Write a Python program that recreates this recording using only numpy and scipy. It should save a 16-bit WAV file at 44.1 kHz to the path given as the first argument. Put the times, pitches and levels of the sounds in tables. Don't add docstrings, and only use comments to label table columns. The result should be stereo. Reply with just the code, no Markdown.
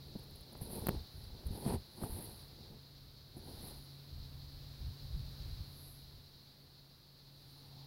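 import sys
import numpy as np
from scipy import signal
from scipy.fft import rfft, irfft
from scipy.io import wavfile

SR = 44100
rng = np.random.default_rng(int(sys.argv[2]) if len(sys.argv) > 2 else 0)


def materialize(psi):
    bounded = np.clip(np.atleast_2d(psi).T, -1, 1)
    quanta = np.round(bounded * 32767).astype(np.int16)
    wavfile.write(sys.argv[1], SR, quanta)


N = 346626

# time_s, level_db (before port gains)
HISS_AND_AIR_LEVEL = [(0.0, -62), (0.68, -62), (0.87, -57), (1.18, -62), (1.58, -60.5), (1.97, -63),
                      (2.23, -59.5), (2.74, -63.5), (3.35, -64), (3.63, -58), (3.87, -62), (5.21, -60),
                      (5.45, -58.5), (5.93, -62), (6.39, -64.5), (7.14, -66), (7.6, -63), (7.86, -63.5)]


def from_db(db):
    return 10 ** (np.asarray(db) / 20)


def rms_one(x):
    return x / np.sqrt(np.mean(x ** 2) + 1e-20)


def level(rows):
    return from_db(np.interp(np.arange(N) / SR, *np.transpose(rows)))


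def coloured(x, colour):
    hz, db = np.transpose(colour)
    f = np.arange(N // 2 + 1) * SR / N + 1e-3
    ends = np.minimum(f / hz[0], 1) ** 2 * np.minimum(hz[-1] / f, 1) ** 2
    shape = from_db(np.interp(np.log(f), np.log(hz), db))
    return rms_one(irfft(rfft(x) * ends * shape, N))


def noise(colour):
    return coloured(rng.standard_normal(N), colour)


def drift(rate_hz):
    knots = rng.standard_normal(8000)
    return rms_one(np.interp(np.arange(N) / SR * rate_hz, np.arange(len(knots)), knots))


def grains(per_s, spread_db):
    happens = rng.random(N) < per_s / SR
    return happens * rng.choice([-1, 1], N) * from_db(spread_db * rng.standard_normal(N))


def swell(peak_s, rise_s, fall_s):
    t = np.arange(N) / SR - peak_s
    away = np.minimum(np.abs(t / np.where(t < 0, rise_s, fall_s)), 10)
    return np.exp(-away ** 1.41)


def place(x, left_db, right_db):
    return np.outer(from_db([left_db, right_db]), x)


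def add(out, s, sound):
    start = round(s * SR)
    out[:, start:start + sound.shape[1]] += sound[:, :N - start]


def air(left_db=4.5, right_db=2.5, rush_db=-67.5):
    # frequency_hz, relative_db (per Hz)
    left_colour = [(20, 4.5), (50, -8), (110, 4), (170, -0.5), (260, -6.5), (450, -10.5), (900, -17),
                   (2000, -22), (5000, -40.5), (8500, -32.5), (10500, -30.5), (12500, -24.5), (15500, -23)]
    right_colour = [(20, -13), (110, 0.5), (200, -7.5), (300, -6.5), (450, -11.5), (900, -15),
                    (2000, -20.5), (3500, -25), (6000, -30.5), (8200, -32), (9800, -22.5), (12500, -22),
                    (15500, -20.5)]
    rush_colour = [(400, -25), (700, 8), (880, 13), (1200, -2), (2000, -23.5), (4000, -35)]
    hush = np.array([from_db(left_db) * noise(left_colour), from_db(right_db) * noise(right_colour)])
    rush_gain = from_db(rush_db) * swell(peak_s=7.78, rise_s=0.25, fall_s=0.3)
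    return level(HISS_AND_AIR_LEVEL) * hush + rush_gain * place(noise(rush_colour), -11, 0)


def chorus(left_db=6.5, right_db=-17.7, shimmer_db=0.85, chirp_width_s=0.097, flutter_hz=25, faint_count=14):
    # frequency_hz, relative_db (per Hz)
    colour = [(1800, -23.5), (2900, -15.5), (3300, -11), (3600, -7), (3950, 0.5), (4200, 1), (4550, -0.5),
              (4900, -4.5), (5400, -11.5), (6000, -18), (7500, -27.5), (9500, -49)]
    # centre_s, pitch_hz, peak_db (before port gains)
    near_chirps = [(1.0, 4460, -74), (2.4, 4310, -72)]
    t = np.arange(N) / SR
    left = noise(colour) * from_db(left_db + shimmer_db * drift(30))
    right = noise(colour) * from_db(right_db)
    out = level(HISS_AND_AIR_LEVEL) * np.array([left, right])

    flutter_cycles = np.cumsum(flutter_hz * drift(120)) / SR
    faint_chirps = [(rng.uniform(0, N / SR), 4400 + 100 * rng.standard_normal(), -79)
                    for _ in range(faint_count)]
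    for s, hz, db in near_chirps + faint_chirps:
        near = np.abs(t - s) < 3 * chirp_width_s
        tone = np.sin(2 * np.pi * (hz * t[near] + flutter_cycles[near]))
        envelope = np.exp(-((t[near] - s) / chirp_width_s) ** 2)
        out[:, near] += place(from_db(db) * tone * envelope, 2.7, 1.6)
    return out


def engine(wander=0.0042, waver_db=1.1):
    # time_s, level_db
    hum_level = [(0, -55), (.6, -64.5), (1.9, -69), (2.6, -58), (3.2, -62), (4.3, -53), (4.7, -54.5),
                 (5.3, -52), (6.2, -60.5), (6.7, -66), (7.1, -65.5), (7.86, -55)]
    # pitch_hz, left_db, right_db
    hum_tones = [(84.4, -12.5, -9.5), (138.4, -2.5, -0.5), (260.2, -21.5, -20), (275.7, -23.5, -21)]
    wavering_time = np.cumsum(1 + wander * drift(8)) / SR
    tones = np.zeros((2, N))
    for hz, left_db, right_db in hum_tones:
        tone = np.sin(2 * np.pi * hz * wavering_time) * from_db(waver_db * drift(9))
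        tones += place(tone, left_db, right_db)
    return np.sqrt(2) * level(hum_level) * tones


def squeaks(jitter_hz=85, flicker_db=1.5):
    # start_s, length_s, first_hz, last_hz, peak_db (before flicker and port gains)
    glides = [(7.355, .07, 8750, 9000, -80), (7.485, 0.044, 9000, 9150, -71),
              (7.495, .045, 13000, 13650, -67), (7.523, .11, 9900, 9400, -71),
              (7.635, .07, 9250, 9050, -74)]
    out = np.zeros((2, N))
    jitter = jitter_hz * drift(500)
    flicker = from_db(flicker_db * drift(60))
    for s, length, first_hz, last_hz, db in glides:
        span = np.arange(round(s * SR), min(round((s + length) * SR), N))
        pitch = np.linspace(first_hz, last_hz, len(span)) + jitter[span]
        gain = from_db(db) * np.sin(np.linspace(0, np.pi, len(span))) * flicker[span]
        whistle = np.sin(2 * np.pi * np.cumsum(pitch) / SR)
        add(out, s, place(gain * whistle, -15, 1.5))
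    return out


def breeze(attack_s=0.02, release_s=0.033, lull_db=-64.5):
    # frequency_hz, relative_db (per Hz)
    colour = [(12, -34), (28, -3), (58, 1.5), (80, -1), (120, -6), (170, -17), (260, -33), (500, -46.5),
              (1500, -53.5)]
    # start_s (middle of the rise), length_s (until the release), level_db (before port gains)
    gusts = [(0.047, 0.38, -51.5), (.56, .16, -49.5), (0.713, 0.24, -42.5), (0.926, 0.052, -34.5),
             (1.142, 0.25, -45.5), (1.452, 0.069, -35.5), (1.683, 0.073, -36.5), (2.098, 0.054, -37),
             (2.2, .55, -54), (2.922, 0.67, -55), (3.52, 0.23, -52), (3.753, 0.031, -44.5),
             (4.108, .19, -44), (4.322, 0.38, -47), (4.797, 0.095, -36.5), (5.008, .3, -41.5),
             (5.128, 0.058, -31.5), (5.395, 0.22, -37.5), (5.66, 0.3, -54.5), (6.02, 0.18, -51.5)]
    t = np.arange(N) / SR
    power = from_db(lull_db) ** 2
    for s, length, db in gusts:
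        attack = np.clip((t - s) / attack_s + .5, 0, 1)
        release = np.exp(-np.clip((t - s - length) / release_s, 0, 20))
        power = power + (from_db(db) * attack * release) ** 2
    eddies = np.array([from_db(-28) * noise(colour), from_db(-0.5) * noise(colour)])
    return np.sqrt(power) * eddies


def bumps(tap_db=-15, tap_cycles=0.94, brightness=2.33, swing_cycles=4.8):
    # start_s, left_db, right_db, swing_hz
    thumps = [(0.1531, -27.5, -40, 290), (.158, -22, -39, 205), (.553, -34, -48, 814),
              (.612, -31.5, -45, 680), (.617, -25, -42, 123), (1.463, -53, -23, 63.5),
              (1.506, -53, -22, 95), (1.663, -15, -39, 193), (1.761, -42, -18.5, 81),
              (2.0363, -20, -39, 646), (2.038, -19, -45, 118), (3.368, -28.5, -43, 252)]
    out, t = np.zeros((2, N)), np.arange(SR // 5) / SR
    for s, left_db, right_db, hz in thumps:
        swing = np.sin(2 * np.pi * hz * t) * from_db(-60 * hz * t / swing_cycles)
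        dull = signal.butter(4, brightness * hz, fs=SR, output="sos")
        tap_noise = rms_one(signal.sosfilt(dull, rng.standard_normal(len(t))))
        tap = tap_noise * np.exp(-hz * t / tap_cycles)
        onset = 1 - np.exp(-6 * hz * t)
        add(out, s, place(onset * (swing + from_db(tap_db) * tap), left_db, right_db))
    return out


def clicks(leak_hz=85, ring_hz=12160, ring_peak_s=0.00009, rise_s=.00008):
    # start_s, step_db and ring_db (before shaping and port gains), half_decay_s (half the time constant)
    snaps = [(.8617, -35, -33, .0003), (0.8697, -15.5, -6.5, 0.00068), (.8860, -14, -19, .0006),
             (0.8882, -27, -11.5, 0.00025), (0.8915, -11, -12, 0.0014), (2.0373, -32, -26, 0.00058)]
    out, t = np.zeros((2, N)), np.arange(SR // 20) / SR
    leak = signal.butter(2, leak_hz, "high", fs=SR, output="sos")
    ring_envelope = (t / ring_peak_s) * np.exp(1 - t / ring_peak_s)
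    ring = np.sin(2 * np.pi * ring_hz * t) * ring_envelope
    for s, step_db, ring_db, half_decay_s in snaps:
        pressure = 2 * np.exp(-t / (2 * half_decay_s)) * (1 - np.exp(-t / rise_s))
        step = signal.sosfilt(leak, pressure)
        add(out, s, place(from_db(step_db) * step + from_db(ring_db) * ring, -34, -6.5))
    return out


def strokes(scrape_law=0.96):
    # peak_s, rise_s, fall_s, rub_db (on the case),
    # slide_db (over the right port), scrape_db
    stroke_rows = [(.16, .25, .2, -59, -72, -90), (.618, .008, .085, -51, -51.5, -85),
                   (.77, .07, .05, -43.5, -44, -59), (.93, 0.29, 0.061, -44.5, -66, -64),
                   (1.18, 0.065, 0.093, -62, -62, -92), (1.54, 0.28, 0.095, -54, -68, -85),
                   (1.56, .035, 0.13, -47.5, -50, -71), (1.681, 0.046, 0.048, -36, -49, -48),
                   (1.749, 0.06, 0.012, -34, -46.5, -49.5), (2.04, 0.043, 0.033, -41.5, -47.5, -53),
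                   (2.169, 0.14, 0.17, -50, -47, -59.5), (2.74, 0.2, 0.05, -56, -76, -90),
                   (3.378, 0.02, 0.037, -48.5, -59.5, -85), (3.5, 0.073, 0.077, -49, -57.5, -76),
                   (3.68, 0.099, 0.067, -50.5, -50.5, -63), (3.79, .05, 0.14, -68.5, -62, -80)]
    # peak_s, slide_db, rub_db
    scuff_rows = [(.195, -55, -59), (.238, -58.5, -62), (.31, -58, -54), (.36, -55, -54), (.384, -61, -62),
                  (.409, -56.5, -57), (0.531, -58, -50.5), (.577, -53.5, -51), (1.469, -49.5, -60)]
    power = np.zeros((3, N))
    for s, rise, fall, rub_db, slide_db, scrape_db in stroke_rows:
        pressure = swell(s, rise, fall)
        rub = from_db(rub_db) * pressure
        slide = from_db(slide_db) * pressure
        scrape = from_db(scrape_db) * pressure ** scrape_law
        power += np.square([rub, slide, scrape])
    for s, slide_db, rub_db in scuff_rows:
        scuff = swell(s, rise_s=0.0074, fall_s=0.0074)
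        power[:2] += np.outer(from_db([rub_db, slide_db]), scuff) ** 2
    return np.sqrt(power)


def rubbing(gain, judder_db=2.0):
    # frequency_hz, relative_db (per Hz)
    colour = [(25, -21), (60, -1.5), (110, 3), (185, 1.5), (232, 4.5), (265, -4.5), (350, -1), (440, -2.5),
              (620, -10.5), (920, -10.5), (1150, -27.5), (2000, -33), (3500, -32.5), (5000, -30.5),
              (8000, -55)]
    slips = grains(per_s=3000, spread_db=2.5) * from_db(judder_db * drift(120))
    return gain * place(coloured(slips, colour), 2.04, -12.5)


def sliding(gain, grit_db=2.0, catch_db=1.25, brush_s=0.14):
    # frequency_hz, relative_db (per Hz)
    slide_colour = [(300, -16), (1000, -16), (2000, -15.5), (4200, -14), (5500, -30), (7500, -46),
                    (8500, -19.5), (9300, -3), (10200, 5.5), (11200, 1), (12500, -1), (14000, -5.5),
                    (15700, -9.5)]
    brush_colour = [(7000, -26), (9300, -11), (10200, 0), (11200, 5.5), (12200, 2), (13200, -15),
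                    (15700, -22)]
    # peak_s, level_db (before port gains)
    brush_rows = [(5.86, -55.5), (7.49, -71)]
    brush_gain = sum(from_db(db) * swell(s, brush_s, brush_s) for s, db in brush_rows)
    unevenness = from_db(grit_db * drift(250) + catch_db * drift(45))
    friction = rms_one(noise(slide_colour) * unevenness)
    return place(gain * friction + brush_gain * noise(brush_colour), -38, 0.54)


def scraping(gain, judder_db=1.0):
    # frequency_hz, relative_db (per Hz)
    left_colour = [(200, -6), (420, 1), (600, -2), (900, 7.5), (1300, -9.5), (2000, -13), (3200, -24),
                   (4300, -2), (6000, -39), (9000, -49)]
    right_colour = [(200, 2.5), (380, -1.5), (700, -6), (1300, -19), (3000, -19), (4400, -22), (5600, -47),
                    (7300, -26.5), (8500, -16.5), (9500, -6.5), (11000, -20), (15000, -32)]
    judder = from_db(judder_db * drift(150))
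    left = coloured(grains(per_s=5400, spread_db=1.5) * judder, left_colour)
    right = coloured(grains(per_s=5200, spread_db=1.5) * judder, right_colour)
    return gain * np.array([from_db(3.0) * left, from_db(3.5) * right])


def scene():
    shore = air() + chorus() + engine() + squeaks()
    rub, slide, scrape = strokes()
    fingers = clicks() + rubbing(rub) + sliding(slide) + scraping(scrape)
    return shore + breeze() + bumps() + fingers


def record(dry):
    low_pass = signal.ellip(12, .1, 70, 15850, fs=SR, output="sos")
    return signal.sosfilt(low_pass, dry)


dry = scene()
out = record(dry)
materialize(out)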